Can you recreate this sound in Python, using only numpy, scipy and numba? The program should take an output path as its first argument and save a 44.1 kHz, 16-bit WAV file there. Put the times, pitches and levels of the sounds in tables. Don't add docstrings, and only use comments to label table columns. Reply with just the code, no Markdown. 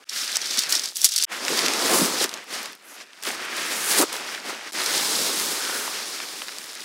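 import sys
import numpy as np
from scipy import signal
from scipy.fft import rfft, irfft
from scipy.io import wavfile
from scipy.ndimage import uniform_filter1d
from numba import njit

SR = 44100
rng = np.random.default_rng(int(sys.argv[2]) if len(sys.argv) > 2 else 0)


def boost_factor(decibels):
    exponent = np.asarray(decibels, float) / 20
    return 10 ** exponent


def file_out(sig):
    cols = np.atleast_2d(sig).T
    lim = np.clip(cols, -1, 1)
    pcm = np.round(lim * 32767).astype(np.int16)
    wavfile.write(sys.argv[1], SR, pcm)


N = 301644


def walk(rate):
    hold = int(SR / rate)
    steps = np.repeat(rng.standard_normal(N // hold + 1), hold)
    smooth = uniform_filter1d(steps, hold // 2)[:N]
    return smooth / np.std(smooth)


def colour(x, shape):
    hz, db = np.transpose(shape)
    grid_hz = np.linspace(1, SR / 2, 2049)
    curve_db = np.interp(np.log(grid_hz), np.log(hz), db, db[0] - 22.5, db[-1] - 27.5)
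    cepstrum = irfft(np.log(boost_factor(curve_db)))
    cepstrum[1:2048] *= 2
    cepstrum[2049:] = 0
    response = irfft(np.exp(rfft(cepstrum)))[:2048]
    y = signal.fftconvolve(x, response)[:N]
    return y / np.std(y)


@njit
def ring(start, hz, cycles, size, n):
    out = np.zeros(n)
    for k in range(len(start)):
        turn = np.exp((2j * np.pi - 1 / cycles * 3) * hz[k] / SR)
        z = size[k] + 0j
        for i in range(start[k], min(n, start[k] + int(2 * cycles * SR / hz[k]))):
            out[i] += z.real
            z *= turn
    return out


def cloth(shape, grain, crackle, tug):
    rate, low_hz, high_hz, cycles, scatter_db, flicker_db, follow = grain
    when, pitch, strength, side = rng.random((int(rate * N / SR), 4)).T
    size = boost_factor(-scatter_db * np.log(1 - .99 * strength)) * np.sign(side - .5)
    start = (when * N).astype(np.int64)
    flicks = ring(start, low_hz * (high_hz / low_hz) ** pitch, 1. 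* cycles, size, N)
    hiss = colour(rng.standard_normal(N), shape)
    mix = np.sqrt(crackle) * colour(flicks, shape) + np.sqrt(1 - crackle) * hiss
    shake_db = follow * tug * (0.26 + 1.15 * crackle)
    return mix * boost_factor(shake_db + flicker_db * walk(16))


def all_cloth(t, effort_db, bulk_db, taut_db, tug):
    # pitch_hz, level_db
    swish = [(1500, -19), (2600, -10.5), (3600, -2.5), (5200, 0), (7000, -6), (9000, -9), (12000, -15.5),
             (16400, -26)]
    sheen = [(6000, -3), (8500, 0), (10500, -0.5), (13000, -6.5), (16400, -8)]
    crumple = [(800, -36.5), (1250, -3.5), (1700, -0.5), (2500, -2), (3500, -7), (5000, -41.5)]
    rumple = [(350, -18), (600, -7.5), (900, -5.5), (1250, -4.5), (2000, -20.5)]
    billow = [(50, -58), (90, -29), (160, -13), (240, -3), (380, 1), (550, -2), (900, -27)]
    # grains per second, low_hz, high_hz, length in cycles,
    # size_scatter_db, own_flicker_db, share of the tugging (0-1)
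    grains = [(2450, 2710, 11800, 4.3, 4.5, 0.28, 0.42), (2500, 4600, 19000, 3.3, 7, 1.5, 0.46),
              (1167, 1300, 2600, 1.2, 4.5, 1.06, 0.4), (600, 510, 1640, 2.8, 3.5, 0.14, 0.26),
              (248.3, 137, 730, 3.5, 1, 1, 0.96)]
    # level_db over the effort,
    # then dB per dB of bulk, of tautness and of spread
    responses = [(-0.78, 0.215, -0.087, 0.039), (-0.5, 0.2, 0.93, 0.21), (-2, 1.02, -0.092, -0.49),
                 (-5, 1.1, 0.0056, 0.81), (-8, 0.98, 0.08, 1.21)]
    # time_s, crackle share (0-1)
    jerkiness = [(0, 0.33), (.9, 0.62), (1, 0.8), (1.25, 0.7), (1.3, 0.21), (2.2, 0.28), (2.4, 0.2),
                 (3.3, 0.6), (3.5, 0.1), (4.7, 0.41), (5.3, 0.2), (6, 0), (6.84, 0.48)]
    # time_s, spread_db
    spread = [(0, 6), (.05, -5.5), (.9, -2.5), (1.25, -6.5), (1.3, -2), (1.7, 4), (2.05, 3.5), (2.3, 0.5),
              (2.9, -1.5), (3.5, -1.5), (3.95, -2), (4.04, 7.5), (4.1, -1), (4.7, -1), (5.1, 2.5), (6, 0.5),
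              (6.84, -1.5)]

    crackle = np.clip(np.interp(t, *np.transpose(jerkiness)), 0, 1)
    spread_db = np.interp(t, *np.transpose(spread))
    sound = np.zeros(N)
    for shape, grain, response in zip((swish, sheen, crumple, rumple, billow), grains, responses):
        db, by_bulk, by_taut, by_spread = response
        part_db = effort_db + db + by_bulk * bulk_db + by_taut * taut_db + by_spread * spread_db
        sound += boost_factor(part_db) * cloth(shape, grain, crackle, tug)
    return sound


def bursts(table, sharp, hold):
    out = np.zeros(N + 4096)
    ms = np.arange(4096) / SR * 1000
    for s, db, hz, t60_ms in table:
        fade = boost_factor(-60 * (ms / max(t60_ms, 2)) ** hold)
        attack = np.minimum(ms / 0.16, 1)
        burst = rng.standard_normal(len(ms)) * fade * attack
        peak = signal.iirpeak(hz, sharp, SR)
        burst = signal.lfilter(*peak, signal.lfilter(*peak, burst))
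        first = int(s * SR)
        out[first:first + len(ms)] += boost_factor(db) * burst / np.abs(burst).max()
    return out[:N]


def snaps(work_db):
    # start_s, peak_db, pitch_hz
    creases = [(1.3182, -21.5, 2140), (1.45, -12.5, 3610), (1.4817, -8.5, 2880), (1.4963, -20, 7400),
               (1.5727, -16, 9000), (1.591, -4.5, 3670), (1.6617, -7, 3740), (1.6826, -8, 3910),
               (1.7359, -6.5, 5000), (1.9879, -10, 5780), (2.2412, -4.5, 5300), (2.2927, -17, 4400),
               (2.314, -25, 3400), (2.3298, -23, 2490), (2.3397, -14.5, 4400), (2.3455, -25, 3110),
               (2.3656, -28, 2440), (2.3741, -25, 3620), (2.442, -34, 8050), (2.6299, -21.5, 7880),
               (2.6576, -19, 4110), (2.7241, -29, 10250), (2.7307, -28.5, 4000), (2.7515, -31, 8660),
               (3.0028, -29, 2610), (3.0202, -30.5, 3840), (3.1323, -30, 2390), (3.2262, -22, 4870),
               (3.2358, -16, 5090), (3.2516, -18, 3530), (3.2732, -19.5, 3330), (3.4507, -24, 8040),
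               (3.5668, -16, 7250), (3.9852, -6.5, 7100), (4.0219, -8.5, 9020), (4.1286, -18, 8560),
               (4.1658, -18, 4410), (4.3478, -19, 3150), (4.5991, -34, 2310), (4.6932, -33, 3430),
               (4.732, -20, 5000), (4.8412, -15, 9170), (4.861, -8, 5220), (4.9783, -9.5, 5490),
               (5.399, -11.5, 5280), (5.4594, -15.5, 8790), (5.6503, -16.5, 3670), (5.6762, -21, 3030),
               (5.8766, -25, 2690), (6.2018, -17, 1700), (6.2871, -24, 3650), (6.4193, -15.5, 1900),
               (6.4834, -16, 2660), (6.4909, -25, 1500), (6.5205, -31, 4630), (6.5843, -15.5, 4460),
               (6.6296, -29, 5970), (6.6412, -21.5, 4220), (6.7317, -25, 4960), (6.7523, -20.5, 4890)]
    ticks_per_s, low_hz, high_hz = 14, 2200, 6000
    over_work_db, scatter_db = 7, 1.5
    ticks = []
    for when, strength, pitch in rng.random((int(ticks_per_s * N / SR), 3)):
        db = work_db[int(when * N)] + over_work_db - scatter_db * np.log(1 - .95 * strength)
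        ticks.append((when * N / SR, db, low_hz * (high_hz / low_hz) ** pitch))
    t60_ms = 11.3
    return bursts([(s, db, hz, t60_ms) for s, db, hz in creases + ticks], sharp=0.7, hold=0.81)


def rattles(jingle):
    # start_s, strength_db, t60_ms (time to die away by 60 dB)
    hits = [(0.0944, -15, 15), (0.317, -15.5, 27), (0.3562, -9, 22), (0.3683, -2, 8.5), (0.415, -15, 24),
            (0.4562, -16, 30), (0.4706, -17, 17), (0.5081, -16, 24), (0.539, -18, 17), (0.573, -8, 17),
            (0.5897, -3.5, 14), (0.6353, -12, 17), (0.694, -14.5, 19), (0.7236, -4.5, 26),
            (0.7513, -7.5, 17), (0.7788, -16.5, 6.6), (0.7945, -12, 15), (0.836, -15, 30),
            (0.8568, -13, 19), (0.8876, -21, 20), (0.9577, -17, 16), (0.9681, -9, 5.4), (1.0164, -8, 11),
            (1.0375, -13, 6), (1.044, 3, 25), (1.0494, -2, 35), (1.0539, 0, 44), (1.0892, -12, 25),
            (1.1187, -14, 57), (1.1373, -13, 9), (1.161, -5, 39), (1.179, -6, 10), (1.1845, -6.5, 15),
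            (1.2158, -14, 7), (1.2247, -5.5, 8), (1.237, -5, 21), (1.244, -8.5, 20)]
    # pitch_hz, width_hz, level_db
    metal = [(4630, 520, -3.5), (5530, 250, -2.5), (5950, 370, -4.5), (7770, 250, -8), (9300, 300, -11),
             (10330, 200, -3.5), (11820, 250, -6.5), (14000, 200, -4.5)]
    full_hz, hz_per_db = 6160, 60
    tipped_out_s, bare_hz = .95, 1000
    rows = []
    for s, db, t60_ms in hits:
        rows.append((s, db, full_hz + hz_per_db * db + bare_hz * (s > tipped_out_s), t60_ms))
    knocks = bursts(rows, sharp=0.87, hold=1.18)
    patter = rng.standard_normal(N) * boost_factor(4.4 * walk(200))
    drive = boost_factor(1) * knocks + jingle * patter / np.std(patter)
    sound = 0.62 * knocks
    for hz, width_hz, db in metal:
        sound += boost_factor(db) * signal.lfilter(*signal.iirpeak(hz, hz / width_hz, SR), drive)
    return sound


def thuds():
    # start_s, peak_db (before the bass is cut), pitch_hz
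    panels = [(.366, -24.5, 800), (.576, -31.5, 294), (.734, -28, 910), (.9215, -35.5, 840),
              (1.0546, -30, 810), (1.3184, -32, 770), (1.4821, -31, 600), (1.925, -16, 420),
              (1.995, -17.5, 297), (2.014, -12.5, 226), (2.105, -27, 217), (2.21, -19, 377),
              (2.2421, -22, 272), (3.3004, -25, 700), (4.0, -14, 344), (4.032, -14, 460),
              (4.1395, -23.5, 650), (4.5275, -29, 540), (5.6943, -20.5, 700), (5.8767, -19, 800),
              (6.2021, -30, 900), (6.332, -33, 600), (6.4193, -35, 855), (6.491, -35, 900),
              (6.76, -39, 800)]
    t60_ms, slope = 31, 1.4
    rows = [(s, db, hz, t60_ms * (500 / hz) ** slope) for s, db, hz in panels]
    bass_cut = signal.butter(4, 170, "high", fs=SR, output="sos")
    return signal.sosfilt(bass_cut, bursts(rows, sharp=0.94, hold=1.02))


def rasp(t):
    # start_s, end_s, pitch_hz, width_hz, level_db (before swell and flutter)
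    strokes = [(0.156, 0.233, 5330, 1500, -29), (0.615, 0.667, 2600, 300, -38),
               (0.735, 0.779, 5400, 700, -25), (2.84, 2.982, 11100, 2000, -50),
               (2.87, 2.974, 6400, 1200, -50), (2.876, 3.043, 1680, 500, -60),
               (3.5, 3.756, 1740, 500, -37.5), (5.563, 5.89, 1470, 180, -35.5)]
    out = np.zeros(N)
    for start, end, hz, width_hz, db in strokes:
        band = signal.lfilter(*signal.iirpeak(hz, hz / width_hz, SR), rng.standard_normal(N))
        swell = np.sin(np.pi * np.clip((t - start) / (end - start), 0, 1)) ** .5
        out += boost_factor(db) * band / np.std(band) * swell
    return out * boost_factor(1.5 * walk(60))


def scene():
    # time_s, effort_db, bulk_db (cloth moved), taut_db
    handling = [
        [(0.0, -61, 4, -11), (0.043, -56.5, 3.5, -8)],
        [(0.06, -54, -5, -8), (0.086, -59, 5, -9), (0.092, -32, -26, -11), (0.118, -34.5, -6.5, -12),
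         (0.168, -26.5, -13, -8), (0.338, -29, -7.5, -11), (0.372, -25, -10, -19), (0.382, -36, -5, -14.5),
         (0.58, -24, -10.5, -18), (0.59, -13, -26, -13), (0.604, -23, -14.5, -12), (0.686, -35.5, -2, -7),
         (0.694, -25.5, -9, 3), (0.75, -23.5, -11, -6), (0.826, -32.5, -8.5, -9), (0.862, -29.5, -9.5, -13),
         (0.946, -44, -15.5, -5), (0.968, -26, -24.5, 11), (0.986, -32.5, -18, -4), (1.056, -19.5, -25, 1),
         (1.076, -27, -23, 0), (1.098, -27.5, -23, -7), (1.244, -20, -21, -20), (1.252, -30, -20, -9)],
        [(1.262, -85, 29, -4), (1.322, -36.5, 4.5, -8), (1.408, -37.5, 1, -10), (1.49, -29, -0.5, -6.5),
         (1.566, -25.5, -4.5, -12), (1.594, -24.5, -3.5, -12.5), (1.604, -27, -3, -8.5),
         (1.648, -26.5, -1, -14.5), (1.666, -20.5, -10, -21), (1.67, -29.5, 0, -17.5),
         (1.862, -24.5, -3.5, -8.5), (1.944, -24.5, 1, 0.5), (2.036, -24, -4, -0.5), (2.162, -29.5, -2, -10.5),
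         (2.222, -20.5, -9.5, -9), (2.244, -21.5, -4.5, -14.5), (2.272, -42, 0.5, -9), (2.348, -46, 9, -8),
         (2.412, -48.5, 5.5, -24), (2.462, -52, 3.5, -9), (2.544, -33, -1, -12), (2.67, -40, 2, -14),
         (2.784, -58, 3.5, -12), (2.916, -55.5, 7.5, -1), (3.018, -42.5, -2, -17), (3.052, -58.5, 4.5, -10),
         (3.216, -50.5, 1.5, -7), (3.222, -47, -6, -13)],
        [(3.226, -38, -3, -9), (3.232, -41.5, 1, 2), (3.274, -30.5, 2, -2.5), (3.34, -36, 0.5, -6),
         (3.392, -39, 3.5, -11), (3.448, -38, 3.5, -6), (3.478, -43.5, 7, -16), (3.578, -31.5, -0.5, -7),
         (3.7, -33, -0.5, -6)] + [(3.715, -26.5, -3, -6), (3.763, -31, -1, -1), (3.887, -30, 0, 2.5),
         (3.911, -20.5, -5.5, 0), (3.953, -26.5, 0, 0.5), (3.989, -21.5, -3, 4), (4.031, -26.5, 3.5, 3.5),
         (4.061, -35.5, -5.5, -15), (4.119, -39, 4.5, -11), (4.127, -32.5, 1.5, -4), (4.233, -39.5, 2.5, -13),
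         (4.313, -35, -1, -11), (4.427, -45, 5, -12), (4.497, -35.5, 2.5, -7), (4.583, -44, 4.5, -14),
         (4.699, -42.5, 2.5, -13), (4.712, -43, -4, -14)],
        [(4.72, -19, 0, -5), (4.73, -36, -7, -4), (4.75, -31.5, -1, -10.5), (4.95, -23.5, -6.5, -5.5),
         (5.18, -23.5, -8.5, -4.5), (5.91, -32.5, -3.5, -5), (5.94, -30.5, -6, -10), (6.57, -39, -4.5, -7),
         (6.59, -37, -6.5, -10), (6.6, -41.5, -2.5, -1), (6.74, -39.5, -5, -9.5), (6.84, -39.5, -4, -4)],
    ]
    # time_s, level_db over the effort
    jingling = [(0, -22), (.4, -6), (.9, -11), (.96, 1.5), (1.25, -10)]
    # time_s, fade_in_s of what follows
    cuts = [(.043, .03), (1.2525, .04), (4.713, .015)]

    t = np.arange(N) / SR
    s, *columns = np.concatenate(handling).T
    effort_db, bulk_db, taut_db = (np.interp(t, s, c) for c in columns)
    tug = 2.3 * walk(47) + 1.5 * walk(160)
    jingle = boost_factor(effort_db + np.interp(t, *np.transpose(jingling)) + tug)

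    sound = all_cloth(t, effort_db, bulk_db, taut_db, tug)
    sound += snaps(effort_db + 0.41 * bulk_db)
    sound += rattles(jingle) * (t < cuts[1][0])
    sound += thuds()
    sound += rasp(t)
    for cut, fade in cuts:
        sound = sound * np.where(t < cut, 1, np.clip((t - cut - .007) / fade, 0, 1))
    return np.array([sound, sound])


def band_limit(x):
    return signal.sosfilt(signal.butter(12, 16290, fs=SR, output="sos"), x)


def record(dry):
    bass_cut = signal.butter(2, 90, "high", fs=SR, output="sos")
    top_cut = signal.ellip(8, .2, 70, 15650, fs=SR, output="sos")
    clipped = np.clip(signal.sosfilt(bass_cut, dry), -1, 1)
    mix = signal.sosfilt(top_cut, clipped)
    return band_limit(mix)


dry = scene()
out = record(dry)
file_out(out)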